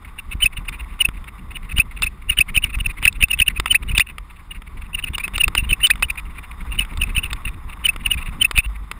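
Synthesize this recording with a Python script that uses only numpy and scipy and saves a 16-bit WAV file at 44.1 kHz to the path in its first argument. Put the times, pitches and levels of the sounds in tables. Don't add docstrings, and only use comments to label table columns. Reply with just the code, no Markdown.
import sys
import numpy as np
from scipy import signal
from scipy.fft import rfft, irfft, next_fast_len
from scipy.io import wavfile
from scipy.ndimage import uniform_filter1d, minimum_filter1d, map_coordinates

SR = 44100
rng = np.random.default_rng(int(sys.argv[2]) if len(sys.argv) > 2 else 0)


def to_linear_factor(level_db):
    exponent = np.asarray(level_db, float) / 20
    return 10 ** exponent


def wrap_up_sound(samples):
    columns = np.atleast_2d(samples).T
    tamed = np.clip(columns, -1, 1)
    steps = np.round(tamed * 32767).astype(np.int16)
    wavfile.write(sys.argv[1], SR, steps)


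N = 396437

# (time [s], level [dB])
ROUGHNESS = [(0.0, -38.5), (.37, -35.5), (.8, -35.5), (2.35, -34.5), (2.68, -32.5), (3.25, -33.5),
             (3.48, -31), (3.83, -32.5), (3.93, -32), (4.38, -40), (5.51, -29.5), (5.86, -29.5),
             (6.36, -38), (7.16, -28.5), (7.59, -35.5), (8.34, -30.5), (8.56, -36.5), (8.99, -35.5)]
# (time [s], level [dB], pitch [Hz], dive [Hz per ms], jolt at the stop [dB])
JAMMED_SLIDES = [(0.689, -22.5, 2446, 120, -22), (2.389, -4.5, 2930, 70.3, -9), (2.566, -10, 2930, 128, -5),
                 (2.642, -8, 2860, 41.8, -10.5), (2.864, -13.5, 2630, 50.4, -16),
                 (3.0538, -2, 2693, 214, -5.5), (3.2276, -6, 2730, 183.3, -2),
                 (3.402, -4.5, 2970, 72.7, -5.5), (3.482, -6.5, 2840, 48.4, -11.5),
                 (3.98, -5, 2600, 155.8, -7), (4.951, -18, 2790, 42, -22), (5.044, -18.5, 2780, 81.2, -16),
                 (5.361, -19.5, 2730, 63.2, -14.5), (5.58, -9.5, 2790, 70.2, -7),
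                 (5.713, -17, 2925, 66.4, -4), (6.104, -14.5, 2474, 50.7, -18),
                 (7.02, -14, 2780, 70.7, -12), (7.1717, -17, 2850, 91.8, -4.5), (7.24, -20, 2810, 53, -16),
                 (8.063, -12, 2790, 50.9, -12), (8.578, -7.5, 2600, 158.2, 1)]


def along(points, hz):
    f, v = np.transpose(points)
    return np.interp(np.log(hz + 1), np.log(f + 1), v)


def filtered(x, response):
    m = next_fast_len(N + SR // 2)
    return irfft(rfft(x, m) * response(np.fft.rfftfreq(m, 1 / SR)), m)[..., :N]


def wobble(rate):
    knots = rng.standard_normal(int(N * rate / SR) + 4)
    return map_coordinates(knots, [np.arange(N) * rate / SR])


def noise(spectrum, lumps_db, rate, cap=3):
    lumps = cap * np.tanh(wobble(rate) / cap)
    driven = rng.standard_normal(N) * to_linear_factor(lumps_db * lumps)
    x = filtered(driven, lambda hz: to_linear_factor(along(spectrum, hz)))
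    return x / np.sqrt(np.mean(x ** 2))


def add(track, s, x):
    part = track[max(round(s * SR), 0):][:len(x)]
    part += x[:len(part)]


def resonance(hz, centre_hz, width_hz):
    return 1j * hz * width_hz / (centre_hz ** 2 - hz ** 2 + 1j * hz * width_hz)


def hiss():
    # (frequency [Hz], density [dB per Hz])
    hiss_spectrum = [(1000, -5.5), (3000, 3.5), (5000, -3), (5900, -18)]
    return to_linear_factor(-66.5) * noise(hiss_spectrum, lumps_db=5.2, rate=20)


def ride():
    # (frequency [Hz], density [dB per Hz])
    frame_spectrum = [(12, -45), (20, 1), (59, -2), (117, -20), (145, -18), (175, -17.5), (230, -23.5),
                      (462, -35.5), (700, -49), (910, -67.5), (1540, -120)]
    # (frequency [Hz], level [dB])
    case_spectrum = [(500, -20), (800, -6), (1130, 4), (1690, -12.5), (1950, -4), (2600, -21.5),
                     (3230, -22.5), (3630, -10.5), (4300, -42.5), (5080, -21.5), (5900, -47)]
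    # (time [s], level [dB])
    grit_level = [
        (0.0, -48.5),
        (.8, -46.5),
        (2.3, -49.5),
        (4.6, -50.5),
        (6.3, -44),
        (7.6, -46.5),
        (8.3, -44.5),
        (8.99, -47.5),
    ]
    grit_follows = 0.44

    t = np.arange(N) / SR
    rough_db = np.interp(t, *np.transpose(ROUGHNESS))
    grit_db = np.interp(t, *np.transpose(grit_level)) + grit_follows * (rough_db - rough_db.mean())
    rumble = to_linear_factor(rough_db + 3.0) * noise(frame_spectrum, lumps_db=3.0, rate=26)
    grit = noise(case_spectrum, lumps_db=2.4, rate=70)
    return rumble + to_linear_factor(grit_db) * grit


def jolts():
    # (time [s], swing [dB])
    ground_and_stop_jolts = [(.354, -11.5), (.588, -13.5), (1.089, -9), (1.746, -10.5), (1.762, -15.5), (2.014, -17),
                             (2.773, -10.5), (2.79, -15), (3.033, -15), (3.205, -16), (3.597, -9.5), (3.908, -10),
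                             (3.941, -7.5), (4.838, -16), (5.105, -13), (5.477, -9.5), (5.502, -15.5), (5.628, -7),
                             (5.665, -19), (5.952, -12), (6.742, -16), (7.148, -17), (7.323, -15.5), (7.467, -13),
                             (8.169, -7.5), (8.288, -14), (8.548, -13), (.447, -8), (1.026, -28), (1.792, -3.5),
                             (2.05, -13), (2.312, -13), (2.816, -10), (3.324, -27), (3.73, -16), (5.161, -17.5),
                             (6.057, -10.5), (6.804, -12), (7.049, -23), (7.871, -17.5), (8.129, -14), (8.155, -12),
                             (8.435, -13)]
    jam_stop_s = 0.00902
    return list(ground_and_stop_jolts) + [(s + jam_stop_s, db) for s, *_, db in JAMMED_SLIDES]


def bumps():
    # (time [s], swing [dB], frequency [Hz], t60 [s])
    shudders = [
        (8.661, -14.5, 50.4, 0.41),
    ]
    frame_hz, frame_width_hz, frame_ring_db = 43, 31, -6

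    track = np.zeros(N)
    ms = np.arange(-SR // 25, SR // 25) / SR * 1000
    for s, db in jolts():
        snap = np.clip(rng.standard_normal(), -1, 2)
        swing = -np.tanh((ms - .6) / (2.2 * to_linear_factor(3 * snap)))
        loading = 1.58 * np.exp(-(ms / 11.2) ** 2)
        settling = 0.033 * np.exp(-(ms / 17.0) ** 2)
        add(track, s + ms[0] / 1000, to_linear_factor(db - 4.5) * swing * np.where(ms < .6, loading, settling))
    t = np.arange(SR // 2) / SR
    for s, db, hz, t60 in shudders:
        add(track, s, -to_linear_factor(db - 60 * t / t60) * np.sin(2 * np.pi * hz * t))

    def frame(hz):
        passed = hz ** 2 / (hz ** 2 + 24 ** 2) / (1 + (hz / 420) ** 4)
        return passed * (1 + to_linear_factor(frame_ring_db) * resonance(hz, frame_hz, frame_width_hz))

    return filtered(track, frame)


def knocks():
    # (time [s], peak [dB], brightness [dB])
    hard_knocks = [(0.69, -30.5, -1.5), (1.086, -23.5, -13), (1.787, -22.5, -3), (2.02, -19, 0.5),
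                   (2.04, -29, 1.5), (3.026, -22.5, -9.5), (3.126, -40, 5), (3.283, -34, -2.5),
                   (3.5975, -14.5, -4), (3.6575, -13.5, -12.5), (3.727, -27, -7), (3.949, -31, -22),
                   (3.979, -13.5, 3), (3.996, -16.5, 3.5), (4.181, -26.5, -9), (5.133, -32, -26),
                   (5.18, -21.5, -3), (5.278, -24.5, -11), (5.379, -19.5, -1), (5.479, -14, -4.5),
                   (5.5495, -12.5, -5.5), (5.868, -25, 9), (5.903, -19.5, 6), (5.955, -27.5, -15),
                   (6.023, -12.5, -6), (6.197, -36, -7), (6.972, -33.5, 0.5), (7.329, -21, -1.5),
                   (7.96, -26.5, -11), (8.51, -17, -5.5), (8.577, -19.5, 2), (8.913, -22.5, -6)]
    # (time [s], peak [dB])
    taps = [
        (0.99, -35.5),
        (1.24, -38.5),
        (2.786, -32),
        (3.373, -34),
        (3.831, -32.5),
        (4.618, -36.5),
        (5.336, -33),
        (5.977, -42),
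        (6.848, -32),
    ]
    # (time [s], peak [dB])
    thuds = [(0.447, -32), (1.085, -35), (2.568, -29), (3.024, -51), (3.228, -26), (3.595, -19),
             (3.656, -34), (3.977, -27), (5.177, -34), (5.275, -32), (5.377, -34), (5.479, -23),
             (5.549, -27), (5.718, -31), (6.019, -45), (7.327, -39), (7.957, -29.5), (8.506, -27),
             (8.58, -40), (8.912, -34.5)]
    # (frequency [Hz], width [Hz], level [dB])
    shell_modes = [(897, 17, -11.5), (1296, 77, 3.5), (1810, 167, 6.5), (1996, 145, 8.5), (2790, 192, -1.5),
                   (3590, 30.3, 5), (5030, 42, -12)]
    # (frequency [Hz], width [Hz], level [dB])
    mount_modes = [(330, 25, 10), (560, 64, 2)]
    tap_bright_db = -13
    give_s = 0.000993
    thud_lag_s = 0.0029
    crack_db, crack_hz, crack_top_hz = -8.5, 900, 3280

    dull, bright, low = np.zeros((3, N))
    t = np.arange(SR // 25) / SR
    for s, db, bright_db in list(hard_knocks) + [(s, db, tap_bright_db) for s, db in taps]:
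        blow = rng.standard_normal(len(t)) * (to_linear_factor(-60 * t / 0.015) + to_linear_factor(-21.0 - 60 * t / 0.018))
        z = rfft(blow)
        z = z / np.sqrt(uniform_filter1d(abs(z) ** 2, size=20))
        blow = irfft(z, len(t)) * (t < .025)
        blow = blow * 8 / np.linalg.norm(blow)
        add(dull, s + give_s, to_linear_factor(db + 17.0) * blow)
        add(bright, s + give_s, to_linear_factor(db + bright_db + 24) * blow)
    for s, db in thuds:
        add(low, s + thud_lag_s, to_linear_factor(db - 17.0 - 60 * t / 0.0025))

    def ring(f, modes):
        return sum((-1) ** k * to_linear_factor(db) * resonance(f, centre, 5 * width)
                   for k, (centre, width, db) in enumerate(modes))

    def crack(f):
        return to_linear_factor(crack_db) * 1j * f / (crack_hz + 1j * f) / (1 + 1j * f / crack_top_hz) ** 3

    shell = filtered(dull, lambda f: ring(f, shell_modes[:6]) + crack(f))
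    shell = shell + filtered(bright, lambda f: ring(f, shell_modes[5:]))
    return shell + filtered(low, lambda f: to_linear_factor(22.0) * ring(f, mount_modes))


def light_strokes():
    # (time [s], level [dB], rise [ms], fall [ms], pitch [Hz])
    creeps = [(0.194, -27, 8.4, 5.2, 2735), (0.534, -33, 5.6, 4.9, 2230), (0.808, -30, 12, 4.5, 2700),
              (1.564, -28, 10, 7.2, 2850), (1.722, -27.5, 8.7, 6, 2480), (1.972, -33.5, 6.6, 5.1, 2690),
              (2.226, -40.5, 5.5, 4.7, 2220), (2.497, -30.5, 13, 7.2, 2130), (2.988, -32, 11, 5.8, 2120),
              (3.162, -36.5, 13, 9.1, 2560), (3.578, -24.5, 15.5, 4.1, 2500),
              (3.679, -25.5, 9.3, 3.7, 2730), (3.899, -27, 14, 4.1, 2850), (4.678, -42, 7.6, 4, 2250),
              (4.823, -36.5, 7.4, 5.1, 2410), (4.867, -44.5, 21, 2.4, 2300),
              (4.994, -26.5, 13.4, 5.5, 2590), (5.082, -29.5, 16, 6.3, 2520), (5.651, -30.5, 15, 5.3, 2780),
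              (6.159, -32, 3.3, 1.8, 2120), (6.367, -41.5, 18, 5.1, 2180), (6.39, -30.5, 9.5, 4.9, 2330),
              (6.69, -45, 19, 6.8, 2300), (6.911, -39, 14, 6.2, 2320), (6.938, -31.5, 3.2, 1.8, 2160),
              (7.544, -40.5, 7.5, 3.4, 2480), (7.702, -34.5, 9.3, 4, 2540), (7.735, -35.5, 12, 4.7, 2450),
              (7.938, -35, 5.7, 6.1, 2230), (8.229, -30.5, 15, 3.6, 2560), (8.274, -31, 12, 5, 2690),
              (8.765, -40, 11, 3.5, 2240)]
    springs = [(0.048, -37, 2.3, 9.5, 2150), (0.084, -45, 8.1, 12, 2260), (0.592, -39, 3.4, 7.1, 2420),
               (0.735, -33.5, 11, 22, 2430), (1.144, -42.5, 6.3, 12, 2470), (1.172, -41, 3.8, 8.6, 2430),
               (1.511, -33.5, 5.1, 10, 2520), (1.632, -36, 2.5, 2.6, 2150), (1.645, -44, 3.8, 12, 2030),
               (1.915, -38.5, 3.6, 9.3, 2130), (2.659, -31.5, 5.7, 16, 2230), (3.501, -27, 2.9, 12, 2020),
               (3.918, -26, 6.6, 6.4, 2480), (4.513, -28, 5.3, 9.8, 2830), (4.55, -43, 4.5, 20, 2380),
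               (4.776, -39, 4.8, 8.4, 2280), (5.205, -26.5, 8.2, 8, 2380), (5.668, -51, 3.1, 22, 2290),
               (5.999, -37, 2.5, 3.3, 2150), (6.181, -26, 5.1, 12, 2470), (6.258, -42, 3.8, 9.4, 2400),
               (6.307, -42, 8.3, 11, 2210), (6.435, -36, 4.9, 15, 2290), (7.096, -31.5, 4.4, 13.4, 2580),
               (7.255, -27, 3.5, 13.5, 2590), (7.365, -40, 6.5, 8.8, 2030), (7.423, -47.5, 4.6, 9.1, 2330),
               (7.456, -24, 3.9, 4.1, 2765), (7.794, -49, 2.7, 11, 2130), (8.078, -29, 4.1, 5.3, 2600),
               (8.18, -27.5, 6.6, 17, 2420), (8.331, -41.5, 4.5, 12, 2330)]
    brushes = [(0.327, -27.5, 11, 9.1, 2630), (0.574, -27, 6.2, 6.7, 2900), (0.655, -41, 5, 5.9, 2300),
               (0.846, -42, 4.9, 4.0, 2150), (0.93, -47, 44, 17, 2400), (1.283, -35.5, 6.3, 7.2, 2290),
               (1.388, -43.5, 4.7, 7.2, 2360), (1.698, -33.5, 4.5, 4.8, 2600), (1.998, -39, 8, 4.6, 2450),
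               (2.703, -31.5, 7.8, 6.5, 2510), (2.734, -30, 3.5, 4.3, 2660), (2.75, -23.5, 7.8, 6.1, 2590),
               (2.906, -28.5, 12, 9.7, 2490), (3.829, -31.5, 4.8, 3.1, 2300),
               (4.069, -33.5, 3.8, 4.3, 2680), (4.098, -32.5, 11, 11, 2600), (4.306, -43, 6.6, 6.2, 2480),
               (4.399, -46.5, 10, 10, 2220), (4.563, -49, 4.6, 3.5, 2380), (5.819, -26.5, 4.4, 5.4, 2790),
               (5.937, -24, 1.7, 1.8, 2240), (6.516, -32, 3.4, 3.3, 2460), (6.611, -38, 8.9, 7.6, 2210),
               (6.727, -28, 9.5, 6.9, 2790), (6.753, -32.5, 5.5, 9.4, 2510), (7.073, -36, 12, 5.5, 2560),
               (7.309, -31, 5.9, 4.2, 2660), (7.481, -28, 9.2, 10, 2570), (8.011, -39.5, 8.8, 7.1, 2400),
               (8.038, -34.5, 2.1, 2.7, 2330), (8.293, -36.5, 5.7, 5.1, 2570),
               (8.65, -29.5, 16, 10.6, 2760)]
    run_ups = [(0.409, -28, 5.5, 9.9, 2520), (.999, -46.5, 4, 8.5, 2600), (1.768, -26.5, 7, 22, 2720),
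               (2.55, -25, 6.6, 19, 2705), (2.63, -37, 3.3, 15, 2800), (3.038, -28.5, 17, 15, 2670),
               (3.213, -29, 9.1, 8.6, 2700), (4.369, -43, 8, 5.2, 2400), (5.345, -29, 6.8, 10, 2650),
               (5.808, -29, 5.95, 6.6, 1940), (7.153, -27, 5, 6, 2770), (7.166, -20, 2.5, 5.7, 2976),
               (8.563, -25, 14, 21, 2847)]
    light_db = 1
    out = []
    for table, glide in [(creeps, -34.9), (springs, 8.1), (brushes, -9.8), (run_ups, 49)]:
        out += [(s, db + light_db, *rest, glide) for s, db, *rest in table]
    return out


def strokes():
    # (time [s], level [dB], rise [ms], fall [ms], pitch [Hz])
    slides = [(0.435, -10.5, 12.2, 9.3, 3024), (1.0135, -10, 6.3, 7.8, 2904), (1.784, -10, 1.5, 2.6, 2890),
              (2.036, -13.5, 6.9, 8.4, 2670), (2.303, -11, 6.6, 5, 2825), (2.81, -20.5, 7.4, 2, 2750),
              (3.315, -11.5, 5, 4.2, 2810), (3.716, -8.5, 8.6, 8.3, 3013), (5.155, -21, 9.9, 3, 2800),
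              (5.415, -9.5, 9.6, 4.7, 2825), (5.851, -8, 19, 13.8, 3016), (6.046, -23, 18, 6.7, 2920),
              (6.796, -10, 5.1, 2.5, 2860), (7.85, -21, 4, 2.92, 2950), (7.859, -10, 5.7, 8, 3006),
              (8.12, -10.5, 8.2, 3.78, 2847), (8.141, -22, 11, 6, 2565), (8.421, -8.5, 6.5, 7.2, 3050)]
    # (time [s], level [dB], rise [ms], fall [ms], pitch [Hz])
    returns = [(0.462, -5, 4.8, 6.4, 2560), (1.055, -8, 6, 3.2, 2660), (1.803, -5.5, 6, 7.7, 2570),
               (1.817, -22, 4, 4.4, 2710), (2.072, -18, 8.7, 6.2, 2570), (2.32, -22.5, 4, 14.4, 2540),
               (2.412, -4.5, 5.6, 7.1, 2564), (2.577, -6, 2.5, 5.6, 2570), (3.07, -19, 3.6, 3.8, 1780),
               (3.0757, -24, 2.5, 1.6, 2300), (3.0795, -1, 3, 4.9, 2600), (3.24, -3, 3.5, 4.6, 2630),
               (3.336, -13, 5, 9.6, 2624), (3.423, -4.5, 7, 5.4, 2600), (3.748, -10, 2, 2.6, 2020),
               (3.756, -4, 7, 6.3, 2570), (3.951, -18, 1.5, 9.8, 2580), (3.998, -7.5, 1.6, 3.2, 1900),
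               (4.007, -2, 2.5, 2.2, 2514), (4.0115, -5, 1.92, 2.2, 2600), (4.015, -11, 2.5, 6.4, 2760),
               (5.243, -20.5, 6, 14.4, 2560), (5.443, -4.5, 5, 2.5, 2666), (5.592, -18, 4, 13.4, 2740),
               (5.699, -24, 8.4, 45, 3045), (5.732, -7, 3.4, 4.9, 2620), (5.904, -6.5, 2.5, 3.2, 1873),
               (5.911, -1.5, 2.1, 5.6, 2450), (6.032, -9.5, 3.6, 2.8, 2604), (6.809, -21, 2.8, 21.6, 2620),
               (7.038, -16.5, 4.6, 4, 2560), (7.183, -12.5, 2.9, 5.6, 2630), (7.191, -19, 2.02, 6.4, 2760),
               (7.892, -8, 5.5, 7.2, 2580), (8.452, -5.5, 6.2, 4, 2640), (8.588, -2, 2.8, 1.8, 2470),
               (8.593, -8.5, 3.2, 5, 2546), (8.603, -20, 3, 2.8, 2700)]
    sag_hz = 120
    jam_rise_ms, jam_fall_ms, weak_rise_ms_per_db = 0.6, 4.65, 0.25
    jam_shorter = 0.0034
    rest_hz, climb_hz_per_ms, climb_per_hz, climb_per_db = 2600, 22.3, 0.095, 0.52

    out = [(s, db, rise, fall, hz, -sag_hz / fall) for s, db, rise, fall, hz in slides]
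    for s, db, hz, dive, _ in JAMMED_SLIDES:
        rise = jam_rise_ms - weak_rise_ms_per_db * db
        out.append((s, db, rise, jam_fall_ms - jam_shorter * dive, hz, -dive))
    for s, db, rise, fall, hz in returns:
        climb = climb_hz_per_ms + climb_per_hz * (rest_hz - hz) + climb_per_db * db
        out.append((s, db, rise, fall, hz, max(climb, 4)))
    return out


def joint():
    # (frequency [Hz], density [dB per Hz])
    fast_scrape = [(700, -21), (1200, -10), (2000, -0.5), (2750, 10.5), (3200, -14.5), (3600, -0.5),
                   (5000, -36.5), (5900, -36.5)]
    # (frequency [Hz], density [dB per Hz])
    slow_scrape = [(700, -22.5), (1200, -5), (1700, -8.5), (2150, 2), (2750, -6), (3200, -15),
                   (3600, -15.5), (5900, -35)]
    dull_hz, dull_span_hz = 2150, 616
    chatter_db, chatter_swing_db = -22.5, -1
    short_ms, note_lasts = 6, 0.79
    trail_db_per_ms = 0.62

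    note, drive, slow, grains = np.zeros((4, N))
    ms = np.arange(-SR // 20, SR // 20) / SR * 1000
    flutter = wobble(350)
    for s, db, rise, fall, hz, glide in strokes() + light_strokes():
        u = np.where(ms < 0, -ms / rise, ms / fall)
        way = np.sign(glide)
        turning = way * ms < 0

        bend = 7 * (1 - np.exp(np.clip(-way * ms / 7, -.7, 3))) * abs(glide)
        droop = np.where(turning, 70 * u ** 4, (.9 if glide < 0 else .3) * ms ** 2)
        pitch = np.clip(hz + bend - droop, 900, max(hz + 60, 2930))

        held = np.where(turning & (glide < 0) & (fall < short_ms), u / note_lasts, u)
        steepness = np.where(turning, 3.0, 2.2) + max(rise + fall - 18, 0) / 7
        shape_db = -9 * np.minimum(held, 4) ** steepness
        lock = 1 / (1 + np.exp(-(db + 26) / 4))
        shake = np.resize(flutter[round(s * SR) // 2:][:len(ms)], len(ms))
        unsteady = 0.05 + 0.16 * (1 - lock) + np.where(turning, .45, .3) * np.minimum(u, 3.5)
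        phase = 2 * np.pi * np.cumsum(pitch) / SR + unsteady * shake

        ragged_db = 4 * np.clip(shake[::-1], -3, 1)
        overtone_db = np.where(turning, -26, -34) + (2600 - pitch) / 45 + 0.054 * shape_db + ragged_db
        tone = np.sin(phase) + lock * to_linear_factor(overtone_db) * np.sin(2 * phase + shake[::-1])

        reach = np.where(turning, u / 2.24, abs(ms) / 19)
        trail_db = 6 * np.exp(-abs(ms) / 8) - trail_db_per_ms * np.maximum(ms, 0)
        skirt = lock * to_linear_factor(-6 * reach ** 8.7 + np.where(turning, 0, trail_db))
        crackle = (glide < 0) * to_linear_factor(-10.5 - 52 * (ms / fall - 1) ** 2)

        detune_db = np.minimum(pitch - hz, 0) / 110
        body = np.sqrt(lock) * to_linear_factor(shape_db + .6 * shake) + skirt * to_linear_factor(-23 + 4 * shake)
        rub = np.sqrt(1 - lock) * to_linear_factor(-3.5 + 0.53 * shape_db)
        bright = np.clip((hz - dull_hz) / dull_span_hz, 0, 1)
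        start = s + ms[0] / 1000
        add(note, start, to_linear_factor(db + 4.0 + detune_db) * body * tone)
        add(grains, start, lock * to_linear_factor(db) * crackle)
        add(drive, start, to_linear_factor(db) * (to_linear_factor(-25.0) * skirt + crackle + np.sqrt(bright) * rub))
        add(slow, start, to_linear_factor(db) * np.sqrt(1 - bright) * rub)

    rough_db = np.interp(np.arange(N) / SR, *np.transpose(ROUGHNESS))
    slow += to_linear_factor(rough_db + chatter_db + chatter_swing_db * wobble(32))
    note += to_linear_factor(1.5) * grains * np.diff(rng.standard_normal(N + 1))
    scraping = drive * noise(fast_scrape, lumps_db=7.5, rate=360, cap=1.2)
    return note + scraping + slow * noise(slow_scrape, lumps_db=2.0, rate=67, cap=1.0)


def scene():
    return (hiss() + ride() + bumps() + knocks() + joint())[None]


def gain_control(x):
    over_db = np.maximum(20 * np.log10(abs(x) + 1e-9) + 12, 0)
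    held_db = -minimum_filter1d(-over_db, size=441, axis=-1)
    memory = np.exp(-np.arange(SR // 4) / (.05 * SR))
    return x * to_linear_factor(-.75 * signal.fftconvolve(held_db, memory[None] / memory.sum())[:, :N])


def low_pass(x):
    return signal.sosfilt(signal.butter(12, 16310, fs=SR, output="sos"), x)


def record(dry):
    hold_hz, top_hz = 12000, 16300
    slow = filtered(np.clip(gain_control(dry), -1, 1), lambda hz: 1 / (1 + (hz / 5950) ** 30))
    images = slow * (1 + 2 * np.cos(2 * np.pi * hold_hz * np.arange(N) / SR))
    held = filtered(images, lambda hz: np.sinc(hz / hold_hz) * (hz < top_hz) / (1 + (hz / 15550) ** 60))
    return low_pass(held)


dry = scene()
out = record(dry)
wrap_up_sound(out)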